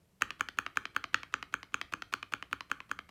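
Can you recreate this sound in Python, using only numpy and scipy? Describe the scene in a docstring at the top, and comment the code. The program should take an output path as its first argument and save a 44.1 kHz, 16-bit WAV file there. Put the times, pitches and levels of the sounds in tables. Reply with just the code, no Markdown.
"""Spacebar taps on a mechanical keyboard.

A finger taps the long plastic bar fifteen times, close by, then touches it once more.
Each stroke: a faint touch and stem rub, a hard clack as the bar bottoms out, a lighter, looser click
as it springs back. The blows thump the desk and echo in a small, quiet room."""
import sys
import numpy as np
from scipy import signal
from scipy.fft import rfft, irfft
from scipy.io import wavfile
from scipy.ndimage import uniform_filter1d

SR = 44100
rng = np.random.default_rng(int(sys.argv[2]) if len(sys.argv) > 2 else 0)


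def store_pcm(level_fs):
    """Save levels as 16-bit WAV."""
    pcm = np.round(np.clip(level_fs, -1, 1) * 32767).astype(np.int16)
    wavfile.write(sys.argv[1], SR, np.atleast_2d(pcm).T)


N = 136710

# bar bottoms out: t/s, level/dB, pitch ratio, colour/dB at each COLOUR_HZ
PRESSES = [(0.2206, 15.2, 1.045, 2, -1, 2.8, 0.5), (0.4082, 12.5, 0.98, -0.5, -3, 2, -1.5),
           (0.5869, 12.9, 1, 1.5, -3, 2, 0.5), (0.7715, 13.9, 1, 0, -1, 0.2, -1.5),
           (0.9639, 13, 1.005, -1, -2, -7, -0.5), (1.144, 16.1, 1.095, 0.6, 6, -1, -5),
           (1.34, 11.8, 1.013, -0.5, 0.5, 2.5, -12), (1.54, 11.14, 0.99, 0, -8.5, 2.5, -4),
           (1.7426, 10.1, 0.98, 5.5, -2, 6.5, -3), (1.9368, 7.7, 0.97, 2.4, -0.5, 1.5, -3),
           (2.1378, 10.5, 0.98, 2.5, 7.5, 1, 1.5), (2.3367, 9.5, 0.98, 4, 0, 0, -2.5),
           (2.529, 9.3, 0.98, 3, -1, -3, -0.5), (2.715, 11.2, 0.99, 0, -4.5, -0.5, -2.5),
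           (2.914, 9.1, 0.99, -5, -2, 0, -2)]
# bar hits its top stop: t/s, level/dB, pitch ratio, colour/dB at each COLOUR_HZ
RELEASES = [(0.3054, -3, 1.05, 5.5, 5.5, 10.5, 8.5), (0.4866, -1, 1.28, -4.5, 5.5, 5, 6.5),
            (0.6639, 2, 1.02, -0.5, -0.5, -2, 1), (0.8542, -0.3, 1.046, 1.7, 4.5, 4.5, 1),
            (1.0409, 1.5, 1.01, -1, 4, 5, 3), (1.2323, -7.5, 0.9, 5.5, 5, 10, 8),
            (1.4267, -1, 1.07, -3, 1, 2, 5), (1.63, -8, 0.9, -1.5, 8.5, 5.5, 7),
            (1.8135, 1.5, 1.1, 1.5, 4.5, 5, 7), (2.0213, 0, 1.2, -5.5, 5, 5.5, 5),
            (2.2282, -3, 0.93, 5, 2, 5, 4), (2.4255, -3.5, 0.96, 3, -0.5, 3, 4.5),
            (2.607, -4, 0.88, 3, 8, 7, 7), (2.8035, -9, 0.88, 8.5, 0.5, 3, 3),
            (2.9897, -2, 1.04, -2, -1, -1, 3)]
# finger lands, takes up the slack: t/s, level/dB
TOUCHES = [(0.2111, -13), (0.3955, -19), (0.573, -24), (0.758, -20.9), (0.949, -22), (1.131, -24.5),
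           (1.3253, -23.5), (1.5262, -21.5), (1.7215, -31), (1.9242, -11), (2.126, -8.5), (2.3232, -10),
           (2.513, -24), (2.6997, -20), (2.894, -22.5), (3.091, -20)]
# modes of the held bar: f/Hz, width/Hz, level/dB
HELD_MODES = [(463, 280, -22.5), (844, 66, -13), (1204, 178, 0), (1454, 320, 4), (1724, 150, -2),
              (2472, 428, -4.5), (3087, 453, -11.5), (4400, 180, -18.5), (6605, 575, -16.5)]
# modes of the free bar: f/Hz, width/Hz, level/dB
FREE_MODES = [(349, 98, -12.5), (685, 87, -9.5), (1205, 190, 6), (1520, 640, -1.5), (2347, 810, -0.5),
              (2980, 460, -5.5), (4180, 1970, -15), (6300, 1240, -25.5)]
# finger-contact spectrum: f/Hz, level/dB
TOUCH_CRACK = [(60, -2.5), (400, -2.5), (900, 0), (2000, -17), (3200, -5.5), (7000, -18.5), (11000, -22.5),
               (16000, -28)]
# plastic on plastic, press: f/Hz, level/dB
PRESS_CRACK = [(60, -65), (300, -21), (700, -48), (2000, -20), (5000, -26), (7500, -29.5), (10500, -34.5),
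               (16000, -34.5)]
# plastic on plastic, release: f/Hz, level/dB
RELEASE_CRACK = [(60, -19), (300, -25), (900, -12), (2000, -6), (5000, -50.5), (7500, -36), (10500, -39),
                 (16000, -45)]
# stem friction spectrum: f/Hz, level/dB
RUB_SPECTRUM = [(100, 11.5), (400, 16.5), (800, -17), (1250, 12), (2000, -10), (3100, 7), (5000, -12),
                (11000, -18), (16000, -29)]
# extra shove as the finger wanders towards the bar's end: t/s, level/dB
LEVERAGE = [(.2, 1.5), (1.15, -1), (1.7, 1), (2.1, 1), (2.4, 2), (2.9, -1)]
# desk modes: f/Hz, level/dB re thump, t60/s
DESK_MODES = [(65.1, -23.5, 0.35), (78.6, -37, 0.46), (103, -16, 0.15), (118, -34, 0.21), (200, -32, 0.15),
              (256, -38, 0.1), (279, -15, 0.12), (360, -41, 0.079)]
# room echo: f/Hz, level/dB re direct, t60/s
ECHO_BANDS = [(104, 5, 0.62), (500, -7, 0.35), (930, -14, 0.21), (1230, -16, 0.38), (1600, -18.5, 0.35),
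              (2130, -14, 0.42), (2640, -22.5, 0.52), (3290, -10.5, 0.23), (4100, -11, 0.29),
              (5400, -16.5, 0.32), (6100, -13, 0.25), (6580, -26.5, 0.29), (7900, -15.5, 0.34),
              (16000, -20, 0.24)]
# room tone spectrum: f/Hz, relative level/dB
TONE_SPECTRUM = [(15, -55), (25, 0), (38, -14), (59, -10.5), (76, -9), (195, -12.5), (236, -23),
                 (463, -23.5), (1650, -35), (2480, -34.5), (3920, -38), (14000, -41), (16000, -57)]

BODY_HZ, COLOUR_HZ = 1700, (2700, 4600, 6600, 11000)
STIFFEN_WIDTH_HZ = 1060  # finger pressure retunes only modes this near BODY_HZ
BEND_S = 0.00015  # bending-wave travel time at 1 kHz; lower tones are slower
LAG_S, LAG_HZ = 0.00535, 532  # low tones below this arrive later still
CHATTER_HZ = 8700  # high-pass corner
# size re blow, decay/s
TOUCH_CHATTER, PRESS_CHATTER, RELEASE_CHATTER = (8.3, 0.003), (1.88, 0.0015), (4.6, 0.0016)
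RUB_S = 0.013
NFFT = 4096
BIN_HZ = np.maximum(np.arange(NFFT // 2 + 1) * SR / NFFT, 1)
AGE_S = np.arange(NFFT) / SR


def undb(db):
    """Decibels to gain."""
    return 10 ** (np.asarray(db) / 20)


def curve(hz, points_hz, values):
    """Interpolate over log frequency."""
    return np.interp(np.log(np.maximum(hz, 1)), np.log(points_hz), values)


def minimum_phase(gain):
    """Spectrum of the tightest causal ring with these gains."""
    cepstrum = irfft(np.log(gain))
    cepstrum[1:NFFT // 2] *= 2
    cepstrum[NFFT // 2 + 1:] = 0
    return np.exp(rfft(cepstrum))


def add(out, at_s, sound):
    """Mix a sound in at a time."""
    i = int(round(at_s * SR))
    out[i:i + len(sound)] += sound[:max(N - i, 0)]


def room_tone(rms_db=-67.5):
    """Steady low rumble and faint hiss."""
    hz = np.arange(N // 2 + 1) * SR / N
    gain = undb(curve(hz, *np.transpose(TONE_SPECTRUM)))
    tone = irfft(rfft(rng.standard_normal(N)) * gain, N)
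    return undb(rms_db) * tone / tone.std()


def stem_rub(gain_db=-28):
    """Grainy friction of stem in housing, growing as the key speeds down."""
    out, count = np.zeros(N), int(RUB_S * SR)
    response = minimum_phase(undb(curve(BIN_HZ, *np.transpose(RUB_SPECTRUM))))
    swell = np.sqrt(np.linspace(0, 1, count))
    for at_s, *_ in PRESSES:
        grains = (rng.standard_normal(NFFT) * rng.exponential(size=NFFT))[:count] * swell
        rub = irfft(rfft(grains / np.linalg.norm(grains), NFFT) * response)
        add(out, at_s - RUB_S, undb(gain_db) * rub)
    return out


def chattering_blow(size, decay_s):
    """Force spectrum: an impulse, then chatter of loose stabiliser and switch parts."""
    chatter = rng.standard_normal(NFFT) * np.exp(-AGE_S / decay_s)
    share = size * BIN_HZ / np.hypot(BIN_HZ, CHATTER_HZ)
    force = (1 + share * rfft(chatter) / np.linalg.norm(chatter)) / np.hypot(1, share)
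    return force / np.sqrt(uniform_filter1d(abs(force) ** 2, size=80))


def clack(modes, crack, pitch, colour_db, chatter):
    """One blow rings the bar's modes over a broad crack; low tones arrive later."""
    power = undb(curve(BIN_HZ, *np.transpose(crack))) ** 2
    for hz, width_hz, db in modes:
        centre_hz = hz * pitch ** np.exp(-((hz - BODY_HZ) / STIFFEN_WIDTH_HZ) ** 2)
        detune = (BIN_HZ - centre_hz) / width_hz
        power += (undb(db) / (1 + detune ** 2) ** 2) ** 2
    gain = np.sqrt(power) * undb(curve(BIN_HZ, [BODY_HZ, *COLOUR_HZ], [0, *colour_db]))
    force = chattering_blow(*chatter)
    force *= np.linalg.norm(gain) / np.linalg.norm(gain * force)  # chatter adds no energy
    bend_cycles = 2 * BEND_S * np.sqrt(BIN_HZ * 1000)
    case_cycles = LAG_S * LAG_HZ * np.arctan(BIN_HZ / LAG_HZ)
    delay = np.exp(-2j * np.pi * (bend_cycles + case_cycles))
    return irfft(minimum_phase(gain) * force * delay) * np.linspace(1, 0, NFFT)


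def spacebar(graze_lead_s=0.0031, graze_db=-12):
    """Bottoming clacks, return clicks and touches; the fingertip grazes just before it lands."""
    out = np.zeros(N)
    for at_s, db, pitch, *colour_db in PRESSES:
        add(out, at_s, undb(db) * clack(HELD_MODES, PRESS_CRACK, pitch, colour_db, PRESS_CHATTER))
    for at_s, db, pitch, *colour_db in RELEASES:
        add(out, at_s, undb(db) * clack(FREE_MODES, RELEASE_CRACK, pitch, colour_db, RELEASE_CHATTER))
    flat = np.zeros(len(COLOUR_HZ))
    for at_s, db in TOUCHES:
        for lead_s, offset_db in ((graze_lead_s, graze_db), (0, 0)):
            touch = clack(FREE_MODES, TOUCH_CRACK, pitch=0.95, colour_db=flat, chatter=TOUCH_CHATTER)
            add(out, at_s - lead_s, undb(db + offset_db) * touch)
    return out


def thump(delay_s, pulse_hz):
    """A short, soft shove of the case; the desk rings on."""
    t = np.arange(SR // 2) / SR - delay_s
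    spread = (np.pi * pulse_hz * t) ** 2
    shove = (1 - 2 * spread) * np.exp(-spread)
    ring, age_s = np.zeros(len(t)), np.maximum(t, 0)
    for hz, db, t60_s in DESK_MODES:
        envelope = (1 - np.exp(-2 * hz * age_s)) * undb(-60 * age_s / t60_s)
        ring += undb(db) * envelope * np.cos(2 * np.pi * hz * age_s)
    return shove + ring


def desk(press_gain_db=-43, release_gain_db=-45):
    """Presses push the case into the desk; releases tug it the other way."""
    out = np.zeros(N)
    push = thump(delay_s=0.00602, pulse_hz=296)
    tug = -thump(delay_s=0.0053, pulse_hz=269)
    for at_s, db, *_ in PRESSES:
        leverage_db = np.interp(at_s, *np.transpose(LEVERAGE))
        add(out, at_s, undb(db / 2 + press_gain_db + leverage_db) * push)
    for at_s, db, *_ in RELEASES:
        add(out, at_s, undb(db / 2 + release_gain_db) * tug)
    return out


def room_echo(direct, near_s=0.002, near_db=-5.5, wall_s=0.0108, early_db=1, early_decay_s=0.0021):
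    """Near scatter, then wall echoes fading by band; the moving hand reshuffles them each stroke."""
    t = np.arange(4 * NFFT) / SR
    hz = np.arange(len(t) // 2 + 1) * SR / len(t)
    late_s = np.maximum(t - wall_s, 0)
    walls = 1 + undb(early_db) * np.exp(-late_s / early_decay_s)
    shape = np.where(t > wall_s, walls, undb(near_db) * (t > near_s))
    centres_hz, db, t60_s = np.transpose(ECHO_BANDS)
    bands = np.array([curve(hz, centres_hz, share) for share in np.eye(len(ECHO_BANDS))])
    fades = shape * undb(-60 * late_s / t60_s[:, None])
    fades *= (undb(db) / np.linalg.norm(fades, axis=1))[:, None]
    edges = [0] + [int((at_s - RUB_S) * SR) for at_s, *_ in PRESSES[1:]] + [N]
    out = np.zeros(N)
    for start, end in zip(edges, edges[1:]):
        band_noise = irfft(rfft(rng.standard_normal(len(t))) * bands)
        response = (band_noise * fades).sum(axis=0)
        add(out, start / SR, signal.fftconvolve(direct[start:end], response))
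    return out


def scene():
    """Keyboard, desk and room, mono."""
    key = spacebar() + stem_rub()
    return (key + room_echo(key) + desk() + room_tone())[None]


def record(dry, low_cut_hz=40, high_cut_hz=16000):
    """Cut the deepest bass and the top treble."""
    dry = signal.sosfilt(signal.butter(4, low_cut_hz, "high", fs=SR, output="sos"), dry)
    return signal.sosfilt(signal.ellip(8, .2, 70, high_cut_hz, fs=SR, output="sos"), dry)


dry = scene()
out = record(dry)
store_pcm(out)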